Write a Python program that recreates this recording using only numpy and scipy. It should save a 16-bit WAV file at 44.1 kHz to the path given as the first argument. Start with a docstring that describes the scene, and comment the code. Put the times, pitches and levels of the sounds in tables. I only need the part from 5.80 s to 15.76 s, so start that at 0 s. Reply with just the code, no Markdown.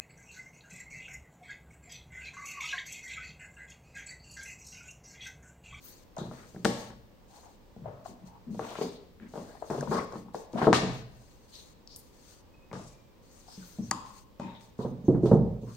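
"""Thin hardcover books are pulled from a pile, stacked and stood in a wooden rack in a small bare room.
First, over the building's low murmur, pages rustle and covers rub, tap, click and scrape across the pile.
Books knock together with a thump of pages, a clack of the cover and a snap of its edge, hardest just
before 5 s. Near 7 s a glossy cover squeaks faintly. From 9 s books drop into the rack and its panels boom.
The room rings after every blow."""
import sys
import numpy as np
from scipy import signal
from scipy.fft import rfft, irfft
from scipy.io import wavfile
from scipy.ndimage import uniform_filter1d

SR = 44100
rng = np.random.default_rng(int(sys.argv[2]) if len(sys.argv) > 2 else 0)


def wav_record(signal):
    """Record a signal, one row per channel, as 16-bit PCM in the file named by sys.argv[1]."""
    frames = np.transpose(np.atleast_2d(signal))
    bounded = np.clip(frames, -1, 1)
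    # unit amplitude maps onto the largest positive 16-bit level
    quanta = np.round(bounded * 32767).astype(np.int16)
    wavfile.write(sys.argv[1], SR, quanta)


N = 439236
SECOND = np.arange(SR) / SR  # time axis for long rings
BLOW_T = SECOND[:SR // 4]  # time axis for short blows


def amp(db):
    """Turns decibels into a gain."""
    return 10 ** (np.asarray(db) / 20)


def evened(x):
    """Scales a sound to an average (rms) level of 1."""
    return x / np.sqrt(np.mean(x ** 2) + 1e-20)


def unit_blow(x):
    """Scales a blow to an average (rms) level of 1 over its first 20 ms."""
    return x / np.sqrt(np.mean(x[:SR // 50] ** 2) + 1e-20)


def read(points, hz):
    """Reads between the rows of a table of frequencies and values, on a musical (log) scale."""
    row_hz, value = np.transpose(points)
    return np.interp(np.log(hz + 1), np.log(row_hz + 1), value)


def add(mix, start, sound):
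    """Mixes a sound in at a start time in seconds."""
    part = mix[..., max(round(start * SR), 0):][..., :sound.shape[-1]]
    part += sound[..., :part.shape[-1]]


def colour(x, spectrum):
    """Gives a sound the tone of a table of Hz and dB, without smearing it earlier in time."""
    log_gain = np.log(amp(read(spectrum, abs(np.fft.fftfreq(4096, 1 / SR)))))
    response = np.fft.ifft(np.exp(signal.hilbert(log_gain).conj())).real[:2048]
    return signal.oaconvolve(np.atleast_2d(x), response[None], axes=1)[:, :x.shape[-1]]


def resonate(x, hz, width):
    """One resonance: keeps a band around a pitch."""
    return signal.lfilter(*signal.iirpeak(min(hz, SR / 3), hz / width, fs=SR), x)


def narrow(x, hz, width):
    """Two resonances in a row make a band with steeper sides."""
    return resonate(resonate(x, hz, width), hz, width * 2)


def soften(x, hz, order=2):
    """A soft contact leaves out the treble above hz."""
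    return signal.sosfilt(signal.butter(order, min(hz, SR / 3), fs=SR, output="sos"), x)


def mode(hz, ring_s, t=BLOW_T):
    """A dying note that moves no net air. A ring time is the time it takes to fade by 60 dB."""
    return np.gradient(np.sin(2 * np.pi * hz * t) * amp(-60 * t / ring_s)) * SR / (2 * np.pi * hz)


def wander(t, per_s):
    """Wavers around zero, heading for a new random value per_s times a second."""
    return np.interp(t * per_s, np.arange(200), rng.standard_normal(200))


def leftward(db):
    """Left and right gains that make the left side db louder."""
    return amp([[db / 2], [-db / 2]])


# How alike the room sounds on both sides. Each row: frequency in Hz, likeness from 0 to 1.
ROOM_LIKENESS = [(100, 0.95), (300, 0.86), (600, 0.67), (1100, 0.082), (2500, 0.038)]
def pair(channels, likeness=ROOM_LIKENESS):
    """Makes two unrelated channels as alike as two microphones would hear them."""
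    left, other = rfft(channels)
    shared = np.clip(read(likeness, np.fft.rfftfreq(channels.shape[1], 1 / SR)), 0, 1)
    return irfft([left, shared * left + np.sqrt(1 - shared ** 2) * other], channels.shape[1])


# The tone of the building's murmur. Each row: frequency in Hz, relative level in dB.
MURMUR_TONE = [(12, -28), (20, 12.5), (154, -3), (210, -1), (410, -6.5), (527, -3.5), (660, -13),
               (976, -11), (1370, -19.5), (4810, -25.5), (9140, -33.5), (10200, -42), (12100, -35.5),
               (13500, -32.5), (16000, -28)]
# How alike the murmur is on both sides. Each row: frequency in Hz, likeness from 0 to 1.
MURMUR_LIKENESS = [(30, 0.2), (300, 0.54), (650, 0.23), (1400, 0.1213), (5000, 0.1216)]
def murmur():
    """The building murmurs, low and steady, with a faint hiss."""
    noise = pair(rng.standard_normal((2, N)), MURMUR_LIKENESS)
    return amp(-56.5) * evened(colour(noise, MURMUR_TONE))


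def friction(level_db, tone, slips_per_s, spread_db, hiss, notes=()):
    """Sliding makes many tiny slips over a smooth hiss; the changing gap between sheets shifts the tone."""
    t = np.arange(len(level_db)) / SR
    size = amp(spread_db * np.minimum(rng.exponential(1, len(t)), 3))
    slips = size * (rng.random(len(t)) < slips_per_s / SR) * rng.choice([-1, 1], (2, len(t)))
    grain = evened(slips) + hiss * rng.standard_normal((2, len(t)))
    grain = grain + sum(amp(db) * resonate(grain, hz * (1 + 0.015 * rng.standard_normal()), width)
                        for hz, width, db in notes)
    gap_s = 0.000417 * np.exp(0.61 * wander(t, 12))  # delay of the echo across the gap
    grain = grain + 0.39 * np.array([np.interp(t - gap_s, t, side) for side in grain])
    grip = amp(1.5 * np.clip(wander(t, 60), -2, 2))
    return evened(colour(grain, tone) * grip) * amp(level_db) * signal.windows.tukey(len(t), 0.05)


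def swell_db(t, rise, fall):
    """Level of a slide: 0 dB at its fastest (t = 0) and 11.5 dB lower at both ends."""
    return -11.5 * np.maximum(-t / rise, t / fall) ** 1.13


# The tone of sliding paper. Each row: frequency in Hz, relative level in dB.
PAPER_TONE = [(300, -32), (1200, -1.5), (2600, -5.5), (4300, -0.5), (6800, -2), (9000, -2), (10500, -15.5),
              (12300, -11.5), (13600, -7), (16000, -12.5)]
# Notes that sliding sheets sing. Each row: pitch in Hz, width in Hz, level in dB against the plain hiss.
SHEET_NOTES = [(4370, 300, -1), (6300, 480, 2)]
# Paper slides. Each row: fastest moment, rise time and fall time in seconds, relative level in dB.
PAGE_SLIDES = [(0.062, 0.061, 0.18, -56.5), (0.389, 0.024, 0.14, -60.5), (0.529, 0.047, 0.57, -62),
               (0.991, 0.059, 0.12, -53.5), (1.557, 0.08, 0.21, -61), (2.269, 0.027, 0.076, -57.5),
               (2.474, 0.024, 0.036, -62.5), (2.9, 0.2, 0.26, -56), (3.026, 0.059, 0.072, -50.5),
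               (3.132, 0.024, 0.042, -62), (3.57, 0.095, 0.41, -60.5), (3.912, 0.065, 0.23, -55),
               (4.134, 0.057, 0.12, -50.5), (4.379, 0.079, 0.065, -60.5), (4.554, 0.022, 0.11, -56),
               (4.828, 0.11, 0.087, -56), (5.141, 0.059, 0.092, -58), (5.419, 0.15, 0.4, -66),
               (5.759, 0.082, 0.18, -57), (6.21, 0.037, 0.16, -67.5), (6.521, .2, 0.1, -59),
               (7.6, 0.18, 0.096, -61), (7.729, 0.082, 0.31, -57), (7.892, 0.18, 0.13, -58),
               (8.06, 0.035, 0.14, -60), (8.28, 0.034, 0.068, -60), (8.39, 0.087, 0.051, -57.5),
               (8.824, 0.029, 0.082, -62.5), (9.008, 0.033, 0.11, -61.5), (9.275, 0.033, 0.11, -67),
               (9.462, 0.041, 0.12, -58), (9.951, 0.14, .05, -60.5)]
def rustles():
    """Pages and sleeves rustle brightly, swelling as they speed up and fading as they slow."""
    out = np.zeros((2, N))
    for peak, rise, fall, db in PAGE_SLIDES:
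        level_db = db + 0.5 + swell_db(np.arange(-rise, fall, 1 / SR), rise, fall)
        rustle = friction(level_db, PAPER_TONE, slips_per_s=1400, spread_db=0, hiss=1.8, notes=SHEET_NOTES)
        add(out, peak - rise, rustle)
    return out * leftward(5.6)


def crinkles(per_s=19):
    """Sliding pages catch on each other and tick. Returns extra rows for clicks()."""
    rows = []
    for peak, rise, fall, db in PAGE_SLIDES:
        for k, (late, chance_db, size) in enumerate(rng.uniform(-1, 1, (16, 3))):
            t = (k + (1 + late) / 2) / per_s - rise
            if t < fall:
                hz = 5600 * 1.3 ** size
                rows.append((peak + t, db + swell_db(t, rise, fall) - 11.5 + chance_db, hz, hz))
    return rows


# Covers and sleeves rubbing. Each row: start and length in seconds, pitch and width in Hz, level in dB.
COVER_RUBS = [(0.006, 0.14, 14700, 3000, -55.5), (0.49, 0.21, 1400, 900, -60),
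              (1.484, 0.26, 780, 300, -56.5), (1.961, 0.1, 155, 70.6, -47.5), (1.991, .15, 105, 50, -51.5),
              (2.028, 0.14, 580, 250, -46.5), (2.03, 0.25, 1110, 300, -64), (2.248, 0.019, 990, 600, -53),
              (2.274, 0.063, 233, 120, -52), (2.404, 0.052, 183, 80, -52), (2.424, 0.19, 916, 160, -58.5),
              (2.656, 0.12, 199, 60.4, -40.5), (2.69, .11, 105, 60, -50.5), (2.756, 0.35, 2370, 1630, -55),
              (2.789, 0.46, 3870, 1100, -60.5), (2.869, .075, 3400, 700, -59),
              (2.997, 0.069, 4500, 700, -58), (3.389, 0.093, 216, 113, -50.5), (3.393, 0.1, 1780, 900, -60),
              (3.684, 0.12, 1700, 450, -66.5), (3.9, 0.19, 143, 40, -45.5), (4.062, 0.066, 167, 130, -37),
              (4.096, .13, 4600, 2200, -49.5), (4.11, 0.11, 1090, 220, -38),
              (4.162, 0.071, 2040, 500, -46.5), (4.331, 0.2, 223, 69.4, -53),
              (4.756, 0.14, 3160, 2210, -47.5), (4.73, 0.072, 240, 152, -35),
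              (4.795, 0.047, 1400, 700, -42), (4.886, 0.026, 230, 100, -24),
              (5.704, 0.14, 4140, 800, -55.5), (6.064, 0.12, 4760, 1200, -56),
              (6.152, 0.066, 12360, 7000, -53.5), (6.917, 0.076, 129, 70.2, -45.5),
              (6.913, 0.26, 6330, 3000, -60.5), (7.649, 0.1, 820, 200, -59.5),
              (7.659, 0.13, 5050, 900, -58), (7.764, 0.05, 192, 70, -47.5),
              (7.807, 0.039, 1510, 200, -58.5), (7.824, 0.15, 14500, 3000, -65),
              (7.985, 0.031, 180, 50, -36), (7.99, 0.07, 102, 25, -43), (8.01, 0.076, 6050, 504, -59),
              (8.605, 0.076, 211, 80, -41), (8.609, 0.22, 3740, 191, -63.5), (8.577, 0.18, 2520, 160, -63),
              (8.589, 0.24, 2020, 800, -63), (8.621, 0.23, 3220, 1100, -66), (8.74, .045, 3430, 900, -63),
              (8.646, 0.13, 926, 200, -55), (8.98, .1, 3930, 1000, -62), (9.24, 0.059, 6250, 706, -65.5),
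              (9.854, 0.093, 1020, 196, -54.5)]
def rubs(rasp_db=3.5, catches_per_s=78):
    """A rubbed cover catches and lets go, rasping on one pitch that drifts with the pressure."""
    out = np.zeros((2, N))
    for start, length, hz, width, db in COVER_RUBS:
        t = np.arange(0, length, 1 / SR)
        band = narrow(pair(rng.standard_normal((2, SR // 2))), hz, width)
        drift = min(0.025, width / hz / 4)
        travel = np.cumsum(1 + drift * wander(t, 25))
        rub = np.array([np.interp(travel, np.arange(len(side)), side) for side in band])
        rub *= amp(rasp_db * min(1, width / 210) * wander(t, catches_per_s))  # narrow rubs are steadier
        add(out, start, amp(db) * evened(rub) * signal.windows.tukey(len(t), 0.6))
    return out * leftward(3.9)


def from_left(left, right, lag_s):
    """Sound from the left reaches the right microphone a moment later."""
    return np.array([left, np.roll(right, round(lag_s * SR))])


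# Cover clicks. Each row: start in seconds, level in dB, pitch in Hz, width in Hz.
COVER_CLICKS = [(0.366, -61, 6400, 2500), (0.382, -58, 6440, 1800), (0.761, -61, 1600, 400),
                (0.8521, -28.5, 1420, 388), (0.8546, -42, 1750, 600), (2.794, -56, 1690, 700),
                (2.906, -60, 6500, 3000), (2.954, -57, 2000, 1000), (3.029, -56, 4500, 1800),
                (3.4, -62.5, 1560, 900), (3.905, -57, 6540, 3000), (4.009, -49, 1560, 250),
                (4.009, -49, 6600, 3000), (4.116, -52, 1470, 694), (4.325, -62, 5430, 3980),
                (4.731, -64, 5000, 3500), (4.844, -42, 1500, 700), (4.9302, -39, 1100, 447),
                (5.755, -58, 5500, 2200), (6.075, -54.5, 5100, 1700), (6.162, -50, 9000, 5000),
                (6.914, -60, 2120, 500), (8.1108, -40.5, 9000, 4000), (8.1117, -36, 1800, 330),
                (8.1125, -30.5, 6570, 1220), (8.1128, -37.5, 4670, 710), (8.114, -56, 6240, 1200),
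                (8.1159, -38, 1040, 350), (9.346, -65.5, 1590, 492)]
def clicks(crumple_s=0.0028):
    """A stiff cover flexes or slaps down, or a page catches: one sharp push and a brief crumple."""
    out = np.zeros(N)
    for start, db, hz, width in COVER_CLICKS + crinkles():
        fibres = rng.standard_normal(len(BLOW_T)) * np.exp(-BLOW_T / crumple_s)
        push = signal.unit_impulse(len(BLOW_T)) + 0.39 * fibres / np.linalg.norm(fibres)
        for widen in (1, 2, 3):
            push = resonate(push, hz, min(width * widen, SR / 4))
        add(out, start, amp(db) * unit_blow(push))
    return from_left(out, out, lag_s=0.000045) * leftward(4.6)


def chatter(hz, width, ring_s):
    """Loose boards and pages jostle for a moment after a blow."""
    jostle = rng.standard_normal(len(BLOW_T)) * amp(-60 * BLOW_T / ring_s)
    return unit_blow(narrow(jostle, hz, width))


# Covers laid gently on their faces. 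Each row: start in seconds, level in dB, pitch in Hz.
SOFT_LANDINGS = [(0.367, -46, 620), (2.057, -42.5, 648), (2.083, -47.5, 584), (2.258, -43.5, 714),
                 (3.751, -54, 783), (3.823, -40.5, 664), (4.073, -45.5, 970), (4.46, -61.5, 806),
                 (4.483, -56, 890), (4.757, -39, 645)]
def taps():
    """A soft landing swells for two cycles of one woody note. Returns direct sound and the room's share."""
    out = np.zeros(N)
    for start, db, hz in SOFT_LANDINGS:
        cycles = BLOW_T * hz
        note = unit_blow(cycles ** 2 * np.exp(-cycles) * np.sin(2 * np.pi * cycles))
        jostle = chatter(hz * 1.4, hz * 0.3, ring_s=0.057) * (1 - np.exp(-cycles))
        add(out, start, amp(db) * (note + 0.324 * jostle))
    return out * leftward(10.2), amp(1.5) * out


# Ringing covers. Each row: start in seconds, level in dB, pitch and width in Hz, ring time in seconds.
COVER_RINGS = [(0.367, -37, 700, 300, 0.096), (0.382, -51, 3830, 630, 0.45),
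               (0.381, -54.5, 6440, 1200, .17), (0.851, -20, 490, 170, 0.024), (0.851, -41, 227, 45, 0.28),
               (0.856, -39, 540, 63, 0.42), (0.856, -42.5, 800, 150, 0.78), (3.013, -50, 4820, 410, 0.37),
               (3.016, -41, 385, 89.5, 0.22), (4.549, -36, 429, 80, 0.2), (4.885, -26, 240, 30, 0.23),
               (4.93, -23.5, 380, 180, 0.076), (4.931, -22.5, 1120, 250, 0.16), (4.934, -37, 2200, 900, .2),
               (4.945, -27.5, 3440, 2050, 0.23), (5.0, -39, 120.4, 17, 0.81),
               (8.114, -40.5, 1040, 70, 0.78), (8.6, -43.5, 933, 160, 0.52), (8.99, -45, 1000, 140, 0.45),
               (9.457, -51, 3900, 2800, 0.31)]
def rings():
    """Stiff covers and the boards under them ring briefly after a blow or a flick."""
    out = np.zeros((2, N))
    for start, db, hz, width, ring_s in COVER_RINGS:
        ring = narrow(rng.standard_normal((2, SR)), hz, width)
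        add(out, start, amp(db - 60 * SECOND / ring_s) * evened(ring))
    return out * leftward(4.1)


def pull_db(t, length, grab_s=0.016, jerk_s=0.02):
    """Level of a drag in dB: the cover is grabbed, breaks loose with a jerk, then slows."""
    grab = 20 * np.log10(np.clip(t / grab_s, 1e-3, 1))
    jerk = 8.5 * np.exp(-t / jerk_s)
    return grab + jerk - 11 * t / length


# The tone of a scraping cover. Each row: frequency in Hz, relative level in dB.
SCRAPE_TONE = [(40, -17.5), (130, -13), (250, -1.5), (480, 4), (900, 2), (1600, -7), (2600, -30.5),
               (6000, -55)]
# Covers pulled over the pile. Each row: start in seconds, length in seconds, relative level in dB.
COVER_DRAGS = [(0.38, 0.12, -45.5), (0.507, 0.2, -55.5), (2.801, 0.31, -44), (3.004, 0.088, -39.5),
               (3.546, 0.24, -47), (3.815, 0.089, -47), (3.906, 0.16, -38.5), (4.109, 0.14, -31),
               (4.311, 0.09, -43), (4.77, 0.14, -37), (4.81, 0.09, -26), (6.92, 0.15, -46)]
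def drags():
    """A cover dragged over the pile grates, lower than rustling paper."""
    out = np.zeros((2, N))
    for start, length, db in COVER_DRAGS:
        level_db = db + pull_db(np.arange(0, length, 1 / SR), length)
        add(out, start, friction(level_db, SCRAPE_TONE, slips_per_s=1100, spread_db=0.5, hiss=1))
    return pair(out) * leftward(4.2)


def bumps(per_s=20, spread_db=2.5):
    """A dragged cover bumps over the books below. Returns extra rows for knocks()."""
    rows = []
    for start, length, db in COVER_DRAGS:
        for k, (late, thump, clack, size) in enumerate(rng.uniform(-1, 1, (16, 4))):
            t = (k + 1 + late / 2) / per_s
            if t < length:
                level = db - 14.5 + pull_db(t, length)
                hz = 640 * 1.8 ** size
                rows.append((start + t, level + spread_db * thump, level + spread_db * clack, hz))
    return rows


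# The tone of a snapping edge. Each row: frequency in Hz, relative level in dB.
EDGE_TONE = [(400, -18), (1500, 2.5), (2800, 0.5), (4500, 0.5), (7000, -3), (9000, -7), (11000, -21),
             (14000, -14.5), (16000, -25)]
def edge_snap():
    """A cover's edge slaps flat in one click; the pages flutter faintly after it."""
    flutter = rng.standard_normal((2, len(BLOW_T))) * amp(-60 * BLOW_T / 0.07)
    crack = signal.unit_impulse(len(BLOW_T)) + 0.5 * flutter / np.linalg.norm(flutter[0])
    return np.array([unit_blow(side) for side in colour(crack, EDGE_TONE)]) * leftward(9.5)


# Book against book. Each row: start in seconds, relative thump and clack levels in dB, clack pitch in Hz.
BOOK_KNOCKS = [(0.384, -35.5, -43, 634), (0.414, -32, -50, 510), (0.483, -38.5, -73, 560),
               (0.512, -53, -50, 770), (0.746, -45, -56, 715), (0.763, -37.5, -57.5, 690),
               (0.8473, -26, -42, 910), (0.852, -29.5, -31, 830), (0.8555, -27, -30, 500),
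               (1.103, -47, -57, 895), (1.963, -45.5, -55, 450), (2.746, -40, -47, 504),
               (2.793, -59, -34.5, 620), (2.954, -50, -43, 870), (2.985, -47, -39.5, 620),
               (3.013, -43, -32, 474), (3.024, -57, -38, 382), (3.537, -45, -47, 700),
               (3.556, -51, -44, 556), (3.576, -38, -42.5, 560), (3.901, -32.5, -39.5, 920),
               (3.909, -33, -33.5, 433), (3.948, -36.5, -38.5, 507), (3.978, -39, -38.5, 417),
               (4.027, -38.5, -35.5, 560), (4.114, -36, -31, 510), (4.142, -31, -38.5, 434),
               (4.18, -46, -38.5, 520), (4.205, -44.5, -40, 450), (4.356, -37, -47.5, 810),
               (4.545, -45.5, -37, 750), (4.733, -49.5, -45, 493), (4.816, -34, -31.5, 765),
               (4.829, -23.5, -33, 600), (4.869, -19, -22.5, 657), (4.8778, -22.5, -18, 430),
               (4.892, -22.5, -36, 476), (4.9287, -27.5, -21.5, 990), (5.032, -24.5, -48, 660),
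               (6.914, -44, -53.5, 920), (6.93, -43.5, -44, 830), (6.994, -47, -54, 684),
               (7.986, -35, -49.5, 450), (8.113, -34.5, -34.5, 980), (8.597, -35.5, -43, 640)]
def knocks():
    """The pages thump, the cover clacks for a few cycles, and its edge ticks, muffled by the pile."""
    direct, to_room = np.zeros((2, N)), np.zeros(N)
    for start, thump_db, clack_db, hz in BOOK_KNOCKS + bumps():
        thump_hz = 169 * (hz / 600) ** 0.37  # a larger book both clacks and thumps lower
        pages = unit_blow(mode(thump_hz, ring_s=0.021))
        pages += 0.532 * chatter(thump_hz * 1.55, width=210, ring_s=0.15)
        thump = unit_blow(soften(pages, thump_hz * 2.56, order=4))
        flex = mode(hz, ring_s=9 / hz) * (1 - np.exp(-1.2 * hz * BLOW_T))  # takes a cycle to get going
        cover = unit_blow(flex) + 1.38 * chatter(hz * 0.84, width=hz, ring_s=0.043)
        clack = unit_blow(soften(cover, hz * 2.1, order=5))
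        body = amp(thump_db - 5) * thump + amp(clack_db) * clack * leftward(5.1)
        tick_db = min(clack_db - 25, -64.5)  # a hard blow sinks into the pages and ticks no louder
        tick = amp(tick_db) * soften(edge_snap(), 8000)
        add(direct, start, body + tick)
        add(to_room, start, amp(-1.5) * body[0] + amp(10) * tick[0])
    return direct, to_room


# Edges snapping flat. Each row: start in seconds, level in dB, dB added for the room, treble limit in Hz.
OPEN_SNAPS = [(0.848, -39, 7, 15000), (.852, -37, -22, 11100), (4.9298, -34.5, 8, 8200),
              (4.943, -44, -19, 13000), (6.93, -62.5, 10, 10000), (8.113, -51, 3.5, 12000),
              (8.262, -63.5, -10, 12000), (8.81, -65.5, -9, 10050), (8.599, -63.5, 7, 10000)]
def snaps():
    """Edges that slap flat in the open, with no pile in the way, are heard as sharp cracks."""
    direct, to_room = np.zeros((2, N)), np.zeros(N)
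    for start, db, room_db, top_hz in OPEN_SNAPS:
        crack = amp(db) * soften(edge_snap(), top_hz)
        add(direct, start, crack)
        add(to_room, start, amp(room_db) * crack[0])
    return direct, to_room


# Thin squeaks. Each row: loudest moment, rise time and fall time in seconds, pitch in Hz, level in dB.
COVER_SQUEAKS = [(6.795, 0.1, .14, 2540, -69.5), (7.02, .1, .09, 2570, -74), (7.18, .08, 0.19, 2370, -72.5)]
def squeaks(flutter_db=5, blur_hz=19):
    """A glossy cover squeaks faintly on one wavering note that swells and fades."""
    out = np.zeros(N)
    for peak, rise, fall, hz, db in COVER_SQUEAKS:
        t = np.arange(-2 * rise, 2 * fall, 1 / SR)
        age = t - t[0]
        swell = np.exp(-2 * np.maximum(-t / rise, t / fall) ** 2)
        flutter = amp(flutter_db * wander(age, 66))
        pitch = hz * (1 + 0.005 * wander(age, 17.4)) + blur_hz * wander(age, 199)
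        note = np.sin(2 * np.pi * np.cumsum(pitch) / SR)
        add(out, peak + t[0], amp(db) * swell * flutter * note)
    return out * leftward(2.4)


# The notes of the rack's panels. Each row: pitch in Hz, relative level in dB, ring time in seconds.
PANEL_NOTES = [(58.6, -26.5, 0.93), (138.2, -5.5, 0.19), (181.4, -13, 0.11), (186.6, 7, 0.046),
               (223.3, -9.5, 0.12), (299.3, -13.5, 0.21), (354.5, -8.5, 0.088), (420, -7.5, 0.074),
               (465.3, -15, 0.15), (519.6, -12.5, 0.16), (787, -24.5, 0.16), (880, -10, 0.024),
               (930, -17, 0.098)]
# Books dropping into the rack. Each row: start in seconds, level in dB, brightness of the contact in Hz,
# the book's own pitch in Hz, that note's level in dB against the panels.
RACK_DROPS = [(8.989, -32, 688, 420, -6.5), (9.048, -30, 717, 487, -4), (9.122, -42, 690, 258, 9),
              (9.241, -39.5, 353, 200, -0.5), (9.282, -15, 407, 314, 0.5), (9.345, -30.5, 800, 363, -1.5),
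              (9.432, -19.5, 385, 355, -0.5), (9.456, -23, 730, 400, 0.5), (9.514, -15.5, 630, 458, -3),
              (9.532, -16.5, 400, 184, 6), (9.552, -26, 550, 447, -1.5), (9.63, -32.5, 428, 364, -11),
              (9.83, -39.5, 600, 417, -4), (9.878, -41.5, 284, 179, -22)]
def rack():
    """A book's soft contact sets the wooden panels booming, along with the book's own short note."""
    direct, to_room = np.zeros((2, N)), np.zeros(N)
    panels = sum(amp(db) * mode(hz, ring_s, SECOND) for hz, db, ring_s in PANEL_NOTES)
    bass_cut = signal.butter(2, 62, "high", fs=SR, output="sos")  # small panels give off little deep bass
    for start, db, bright_hz, note_hz, note_db in RACK_DROPS:
        struck = unit_blow(panels * (1 - np.exp(-SECOND / 0.0053)))
        note = unit_blow(mode(note_hz, ring_s=0.031) * (1 - np.exp(-0.5 * note_hz * BLOW_T)))
        add(struck, 0, amp(note_db) * note + 0.41 * chatter(406, width=450, ring_s=0.28))
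        struck = signal.sosfilt(bass_cut, struck)
        boom = amp(db) * unit_blow(soften(struck, bright_hz * 1.46, order=3))
        add(direct, start, boom * leftward(-2.5))
        add(to_room, start, amp(-3) * boom)
    return direct, to_room


# How long the room's echo lasts. Each row: frequency in Hz, ring time in seconds.
ECHO_TIMES = [(100, 0.86), (250, 0.41), (600, 0.86), (1500, 0.81), (4000, 0.7), (8000, .5), (14000, 0.5)]
# The tone of the echo. Each row: frequency in Hz, relative level in dB.
ECHO_TONE = [(60, 3), (170, 2), (400, -2.5), (900, -6.5), (2000, -6), (5000, -4), (14000, -6)]
# Notes of the air in the room. Each row: pitch in Hz, relative level in dB, ring time in seconds.
ROOM_NOTES = [(56.04, 7, 1.6), (117.9, 9, 1.2), (139, 10.5, 0.74), (183.5, 1.5, 0.58), (214.7, 7.5, 0.85),
              (236.2, 15, 0.47), (363, 6, 0.24), (450, 17.5, 0.3), (512.6, 5.5, 0.37), (657, 1, 0.45),
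              (686, -5, 0.2), (794, -9, 0.36), (908, 9, 0.63), (1106, 7, 0.66)]
def room(x, left_db, build_s=0.00305):
    """Echoes off the bare walls build up and die away, while a few low notes linger."""
    hz, t, bands = signal.stft(pair(rng.standard_normal((2, SR))), SR, nperseg=512)
    ring_s = read(ECHO_TIMES, hz)[:, None]
    bands *= amp(read(ECHO_TONE, hz)[:, None] - 60 * t / ring_s)
    bands *= np.sqrt(2 * np.log(1000) / (ring_s * SR))  # a longer ring carries no extra energy
    bands *= (leftward(left_db) ** (hz / (hz + 450)))[:, :, None]  # the bass fills both sides alike
    tail = signal.istft(bands, SR, nperseg=512)[1][:, :SR]
    tail += sum(amp(db - 71) * mode(pitch, ring, SECOND) for pitch, db, ring in ROOM_NOTES)
    tail *= 1 - np.exp(-(SECOND / build_s) ** 2)
    return signal.fftconvolve(x[None], tail, axes=1)[:, :N]


def scene():
    """The pile of books on the left and the rack a little to the right, all in one room."""
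    knocking, knocks_to_room = knocks()
    tapping, taps_to_room = taps()
    snapping, snaps_to_room = snaps()
    booming, rack_to_room = rack()
    sliding, rubbing, ringing, clicking = rustles() + drags(), rubs(), rings(), clicks()
    pile_to_room = (knocks_to_room + taps_to_room + snaps_to_room + amp(-11.5) * sliding[0]
                    + amp(-4.5) * rubbing[0] + amp(-7.5) * ringing[0] + amp(-13) * clicking[0])
    echoes = room(pile_to_room, left_db=4) + room(rack_to_room, left_db=-5)
    pile = from_left(*(tapping + sliding), lag_s=0.00012)
    pile += knocking + snapping + rubbing + ringing + clicking + squeaks()
    return pile + booming + echoes + murmur()


# How far a fading tail is turned down. Each row: frequency in Hz, largest cut in dB (below 0 it lifts).
TAIL_CUTS = [(100, -3.5), (800, 7.5), (2500, 4), (8000, 1.5), (14000, -3)]
def shorten_tails(x, lag_s=0.3, memory_s=0.024, trigger_db=-22):
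    """Bands far below their level of a moment ago are turned down; the bass and top treble rise a bit."""
    hz, t, bands = signal.stft(x, SR, nperseg=512)
    power = uniform_filter1d((abs(bands) ** 2).mean(0), size=15, axis=0)
    power = abs(uniform_filter1d(power, size=5, axis=1)) + 1e-20
    keep = np.exp(-t[1] / memory_s)
    held = signal.lfilter([1 - keep], [1, -keep], power)
    threshold = amp(trigger_db) ** 2 * np.array([np.interp(t - lag_s, t, band, left=0) for band in held])
    cut_db = read(TAIL_CUTS, hz)[:, None] * threshold / (threshold + power)
    return signal.istft(bands * amp(-cut_db), SR, nperseg=512)[1][:, :N]


def record(dry):
    """Small microphones lose the deepest bass; the recorder shortens tails and cuts the highest treble."""
    thin = signal.sosfilt(signal.butter(1, 25, "high", fs=SR, output="sos"), dry)
    treble_cut = signal.firwin(511, 15900, window=("kaiser", 9), fs=SR)
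    return signal.oaconvolve(shorten_tails(thin), treble_cut[None], "same")


dry = scene()
out = record(dry)
wav_record(out)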